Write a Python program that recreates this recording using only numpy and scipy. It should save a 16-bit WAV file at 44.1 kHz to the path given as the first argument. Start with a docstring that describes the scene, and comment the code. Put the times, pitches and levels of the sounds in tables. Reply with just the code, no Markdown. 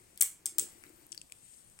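"""Three sharp clicks of a revolver's action, close to a stereo microphone in a small furnished room.
Each click is a cluster of steel-on-steel strikes that ring the gun's parts for a few milliseconds.
From the left come fainter ticks, thin squeaks, dull knocks, a hiss and the rustle of shifting hands.
The room answers with short reflections over steady room tone; gain control dips at the loud clicks."""
import sys
import numpy as np
from scipy import signal
from scipy.io import wavfile
from scipy.ndimage import uniform_filter1d

SR = 44100
rng = np.random.default_rng(int(sys.argv[2]) if len(sys.argv) > 2 else 0)


def inscribe(sig):
    """Save sig as 16-bit PCM at rate SR to the path in sys.argv[1].

    A 1-D sig is mono; a 2-D sig holds one channel per row.
    Samples are clipped to [-1, 1] before scaling.
    """
    pcm = np.round(np.clip(np.atleast_2d(sig).T, -1, 1) * 32767)
    wavfile.write(sys.argv[1], SR, pcm.astype(np.int16))


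N = 79380
CONTACT_S = .0003  # how long steel touches steel
FRONT_LAG, LEFT_LAG = 9, 19  # delay of the right channel, in samples
FRONT_PAN_DB, LEFT_PAN_DB = 3.5, 12  # left channel over right


def revolver_action():
    """Clusters of strikes, with single parts ringing on; returns the body and the treble."""
    # strikes in the action: start_s, level_db, knock_modes_db, middle_modes_db, top_modes_db, t60_s
    strikes = [(.1755, -52, -12.5, 1.5, 6, 0.014), (.184, -71, -29, -15, -6, 0.021),
               (.1976, -55, -31, -20, -11, 0.012), (.2086, -29, -44, -18, 15, 0.0041),
               (.2108, -19.5, -20, -25, -7, 0.0068), (.2128, -19, -20, -7.5, -23, 0.0093),
               (.2163, -36, -17, 7.5, 1, 0.0065), (.2236, -18, -26, -23, 7.5, 0.0042),
               (.2292, -40, -37, -11, 3, 0.012), (.2327, -29.5, -19, -17, -3, 0.0077),
               (.4573, -35, -27, -23, -12, 0.014), (.4582, -30.5, -21, -7, -5, 0.0088),
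               (.4641, -31.5, -48, -4.5, 0, 0.0057), (.4655, -53, -19.5, -23, 1, 0.0036),
               (.5838, -22.5, -19.5, -6, 1, 0.0056), (.5866, -26, -34, 2.5, -7, 0.0047),
               (.5888, -47, -46, -27, -8, 0.0031), (.5942, -33.5, -42, -34, -13, 0.0091),
               (.5958, -21, -51, -16, -15, 0.0041), (.598, -26.5, -30, -11, -11, 0.0041),
               (.8383, -56, 7, 5, -14, 0.0056), (1.7901, -45.5, -4, -1, -33, 0.0035)]
    # parts ringing after a strike: start_s, pitch_hz, level_db, t60_s
    ringing_parts = [(.2238, 1160, -46, 0.0094), (.2242, 2160, -35, 0.013), (.229, 14200, -32, .014),
                     (.4641, 5500, -33.5, 0.0047), (.5838, 15700, -23.5, 0.02), (.584, 15650, -53, 0.24)]
    knock, middle, main, top = struck_steel(strikes)
    return knock + middle, main + top + pings(ringing_parts)


def struck_steel(strikes):
    """Each brief contact rings the steel's modes, slightly detuned; one track per group of modes."""
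    # steel modes, grouped as knock, middle, main and top: pitch_hz, level_db, t60_ratio
    steel_modes = [
        [(1510, -4, 0.72), (2300, 9, 0.98)],
        [(3280, 1.5, 0.43), (4610, -0.5, 0.43), (5666, -4.5, 0.86)],
        [(6530, -7.5, 1.09), (7460, -4, 1.33), (8203, 3, 1.04), (9140, -6, 1.59), (9930, -7.5, 1.51)],
        [(11050, -3.5, 0.72), (13000, -2.5, 0.69), (14200, -5.5, 0.48), (15700, -8, 0.88)],
    ]
    out, t = np.zeros((len(steel_modes), N)), np.arange(2000) / SR
    attack = np.minimum(t / CONTACT_S, 1)
    for start_s, db, knock_db, middle_db, top_db, t60 in strikes:
        for track, group, group_db in zip(out, steel_modes, (knock_db, middle_db, 0, top_db)):
            for hz, mode_db, t60_ratio in group:
                detune, jitter = rng.uniform(-1, 1, 2)
                decay = amp(db + group_db + mode_db - 60 * t / (t60_ratio * t60))
                tone = np.sin(2 * np.pi * hz * (1 + .03 * detune) * t)
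                add(track, start_s + CONTACT_S * jitter, 2 * attack * decay * tone)
    return out


def pings(hits, attack_s=CONTACT_S):
    """Each hit rings one mode: a single decaying tone."""
    out, t = np.zeros(N), np.arange(SR // 2) / SR
    attack = np.minimum(t / attack_s, 1)
    for start_s, hz, db, t60 in hits:
        add(out, start_s, 2 * attack * amp(db - 60 * t / t60) * np.sin(2 * np.pi * hz * t))
    return out


def small_ticks():
    """Light contacts ring the upper steel modes, plus one longer ping of each tick's own."""
    # ticks: start_s, level_db, ping_hz, ping_db, middle_modes_db, top_modes_db, t60_s
    ticks = [(0.1593, -57, 5000, -20, -32, -10, 0.0071), (0.866, -67.5, 4000, 5, 1, -12, 0.011),
             (0.895, -61, 15100, 7, -15, 5, 0.0049), (1.0669, -62.5, 11960, 5, -17, 14, 0.006),
             (1.0911, -64, 8000, 8, -20, -17, .005), (1.1197, -41, 7850, 12.5, -27, -4, 0.0023),
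             (1.1219, -45, 5640, 9, -3, -8, 0.0032), (1.1266, -47, 3100, -24, 4, -17, 0.011),
             (1.1465, -60, 1700, -4, 3.5, 4, 0.019), (1.153, -62, 12200, 0, 2, -1, .005),
             (1.1775, -44.5, 4730, 14.5, 9, -1, 0.0033), (1.1953, -65, 4760, 5, 2, -10, 0.0033),
             (1.2154, -45, 2710, -9.5, 0.5, -23, 0.0068), (1.2983, -61, 2370, -1, -8, -18, 0.0066),
             (1.3219, -46, 2420, -3, -2.5, -3, 0.0086), (1.541, -61, 5040, 4, -7, -8, 0.0034),
             (1.699, -59, 13500, -1, -17, 0, 0.0043)]
    strikes = [(s, db, -np.inf, middle_db, top_db, t60) for s, db, _, _, middle_db, top_db, t60 in ticks]
    own_pings = [(s, hz, db + ping_db, 1.32 * t60) for s, db, hz, ping_db, _, _, t60 in ticks]
    return struck_steel(strikes).sum(0) + pings(own_pings)


def knocks(t60_s=0.012):
    """Short low thuds with a soft attack."""
    # dull knocks: start_s, level_db, pitch_hz
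    thuds = [(.224, -47.5, 177), (0.226, -45, 444), (0.582, -50, 157.5), (0.611, -43, 366),
             (.624, -39, 393), (0.642, -44.5, 352), (1.178, -58.5, 320)]
    return pings([(s, hz, db, t60_s) for s, db, hz in thuds], attack_s=0.0015)


def rumble(pitch_hz=332.5, width_hz=103, bumps_per_s=120):
    """Small random bumps ring one low, damped resonance."""
    # rumble loudness: time_s, level_db
    rumble_level = [(0.0, -70.5), (0.19, -78.5), (0.224, -66), (0.264, -79), (0.556, -70.5), (0.62, -60),
                    (0.676, -68), (1.198, -71.5), (1.208, -91), (1.8, -109)]
    t = np.arange(3000) / SR
    bumps = rng.standard_normal(N) * (rng.random(N) < bumps_per_s / SR)
    resonance = t * np.exp(-np.pi * width_hz * t) * np.sin(2 * np.pi * pitch_hz * t)
    return fader(rumble_level) * unit_rms(signal.oaconvolve(bumps, resonance)[:N])


def squeaks(pitch_waver=.005, flutter_db=3):
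    """Thin gliding whistles that waver in pitch and level."""
    # squeaks: start_s, end_s, first_hz, middle_hz, last_hz, level_db
    glides = [(.69, .75, 12100, 11650, 11900, -73), (.752, .83, 12100, 12150, 12200, -72),
              (.82, .9, 12250, 11300, 10500, -73), (.75, .87, 10150, 9700, 8500, -71),
              (.69, .75, 15300, 14500, 15000, -73), (.78, .87, 14700, 14450, 13600, -75),
              (.855, .89, 15800, 15100, 14300, -70), (.9, .94, 14200, 15300, 15600, -71),
              (.92, 1.06, 13000, 13300, 13200, -73), (.94, 1.03, 14800, 14600, 15100, -69)]
    out = np.zeros(N)
    for start_s, end_s, first_hz, middle_hz, last_hz, db in glides:
        progress = np.linspace(0, 1, round((end_s - start_s) * SR))
        hz = np.polyval(np.polyfit([0, .5, 1], [first_hz, middle_hz, last_hz], 2), progress)
        drifts = uniform_filter1d(rng.standard_normal((2, 8000)), size=400)
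        waver, flutter = (unit_rms(drift)[:len(progress)] for drift in drifts)
        tone = np.sin(2 * np.pi * np.cumsum(hz * (1 + pitch_waver * waver)) / SR)
        swell = np.sqrt(np.sin(np.pi * progress).clip(0))
        add(out, start_s, amp(db + flutter_db * flutter) * swell * tone)
    return out


def hiss():
    """A hiss that fades and swells, peaked near 8 kHz by the microphone."""
    # hiss colour: frequency_hz, relative_db
    spectrum = [(1000, -34), (3000, -17.5), (5000, -20.5), (6800, -14), (8300, 1.5), (10200, -17),
                (12500, -20.5), (15800, -29)]
    # hiss loudness: time_s, level_db
    hiss_level = [(0, -66.5), (.15, -68), (.4, -105), (.7, -65), (1.0, -68.5), (1.3, -69.5), (1.45, -60.5),
                  (1.55, -60), (1.7, -66.5), (1.8, -66.5)]
    return fader(hiss_level) * stereo_noise(spectrum)[0]


def hand_rustle():
    """Soft broad noise while the hands shift."""
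    # rustle colour: frequency_hz, relative_db
    spectrum = [(500, -0.5), (1300, -5), (2200, -3), (3500, -12), (6000, -9), (10000, -21.5), (15800, -9)]
    # rustle loudness: time_s, level_db
    rustle_level = [(.5, -73.5), (.65, -62.5), (.8, -67.5), (.86, -67), (.92, -71), (1.05, -69.5),
                    (1.15, -108)]
    return fader(rustle_level) * stereo_noise(spectrum)[0]


def room_reflections(sound, delay_s=0.0033):
    """Sparse reflections off nearby surfaces, each band dying at its own speed."""
    # room decay: frequency_hz, t60_s
    decay = [(500, 0.15), (1300, 0.32), (3500, 0.28), (9000, 0.27), (16000, 0.19)]
    # colour of the reflections: frequency_hz, relative_db
    colour = [(500, 17), (2000, 0.5), (4500, 3.5), (8000, 2.5), (12000, 2.5), (16000, 1.5)]
    # left-right likeness of the reflections: frequency_hz, correlation
    likeness = [(500, 0.14), (4000, 0.033), (6500, 0.89), (16000, 1)]
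    taps = np.zeros((2, SR // 2))
    slots = np.arange(round(delay_s * SR), SR // 2 - 20, 20)
    arrivals = slots + rng.integers(0, 20, (2, len(slots)))
    np.put_along_axis(taps, arrivals, rng.standard_normal(arrivals.shape), 1)
    hz, t, spectra = signal.stft(taps, SR, nperseg=128)
    fade = amp(per_band(colour, hz) - 60 * t / per_band(decay, hz))
    tail = signal.istft(paired(spectra, per_band(likeness, hz)) * fade, SR, nperseg=128)[1]
    return signal.fftconvolve(sound[None], tail / np.linalg.norm(tail[0]), axes=1)[:, :N]


def room_tone():
    """The room's faint steady noise, strongest in the bass."""
    # room tone colour: frequency_hz, relative_db
    spectrum = [(25, -30), (60, 2.5), (135, -5), (320, -7), (600, -13.5), (1000, -14.5), (2200, -16.5),
                (3500, -20.5), (5500, -19.5), (8300, -21), (11000, -20.5), (15800, -24)]
    return amp(-66.5) * stereo_noise(spectrum)


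def stereo_noise(spectrum, patchy_db=1.5):
    """Coloured noise at unit RMS, with drifting louder and softer patches."""
    # left-right likeness of the noise: frequency_hz, correlation
    likeness = [(60, 0.75), (300, 0.27), (1000, 0.067), (4000, 0.098), (8000, 1), (15000, 0.44)]
    frames, hz = N // 128 + 5, np.fft.rfftfreq(512, 1 / SR)
    a, b, c, d, patches = rng.standard_normal((frames, 257, 5)).T
    patches = uniform_filter1d(patches, size=8, axis=0)  # across frequency
    patches = unit_rms(uniform_filter1d(patches, size=16, axis=1))  # across time
    spectra = paired([a + 1j * b, c + 1j * d], per_band(likeness, hz))
    spectra *= amp(per_band(spectrum, hz) + patchy_db * patches)
    return unit_rms(signal.istft(spectra, nperseg=512, noverlap=384)[1][:, :N])


def amp(db):
    return 10 ** (np.asarray(db) / 20)


def unit_rms(x):
    return x / np.sqrt(np.mean(x ** 2) + 1e-20)


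def fader(points):
    """Gain at every sample from (time_s, level_db) points."""
    return amp(np.interp(np.arange(N) / SR, *np.transpose(points)))


def per_band(points, hz):
    """A curve interpolated over log frequency, one row per band."""
    point_hz, value = np.transpose(points)
    return np.interp(np.log(hz + 1), np.log(point_hz + 1), value)[:, None]


def add(track, start_s, sound):
    part = track[round(start_s * SR):][:len(sound)]
    part += sound[:len(part)]


def placed(x, pan_db, lag):
    """The right channel is softer and lag samples later."""
    return np.array([x * amp(pan_db / 2), np.r_[np.zeros(lag), x[:N - lag]] * amp(-pan_db / 2)])


def paired(spectra, correlation):
    """Left and right channels of the given likeness, from two independent spectra."""
    left, other = spectra
    return np.array([left, correlation * left + np.sqrt(1 - correlation ** 2) * other])


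def scene():
    """The revolver close in front, the small sounds off to the left, the room all around."""
    body, treble = revolver_action()
    ticks = small_ticks()
    reflections = room_reflections(amp(-4.5) * (body + treble) + amp(-11.5) * ticks)
    # the clicks' treble sounds in step in both channels
    front = placed(treble, FRONT_PAN_DB, lag=0)
    # the body and a weaker share of treble sound slightly later on the right
    front += placed(body + amp(-7.5) * treble, FRONT_PAN_DB, FRONT_LAG)
    left = placed(ticks + squeaks(), LEFT_PAN_DB, LEFT_LAG)
    left += placed(knocks() + rumble(), pan_db=7, lag=FRONT_LAG)
    left += placed(hiss() + hand_rustle(), LEFT_PAN_DB, LEFT_LAG)
    return front + left + reflections + room_tone()


def record(dry, threshold_db=-26, cutoff_hz=16100):
    """Gain control turns everything down at loud clicks and recovers slowly; then a low-pass."""
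    power_db = 10 * np.log10(abs(uniform_filter1d((dry ** 2).mean(0), 400)) + 1e-12)
    fall_db = 45 * np.arange(N) / SR  # the held peak falls 45 dB a second
    held_db = np.maximum.accumulate(power_db + fall_db) - fall_db
    over_db = np.maximum(held_db - threshold_db, 0)
    ducked = dry / amp(0.19 * uniform_filter1d(over_db, 200))
    lowpass = signal.firwin(511, cutoff_hz, window=("kaiser", 9), fs=SR)
    return signal.oaconvolve(ducked, lowpass[None], "same")


dry = scene()
out = record(dry)
inscribe(out)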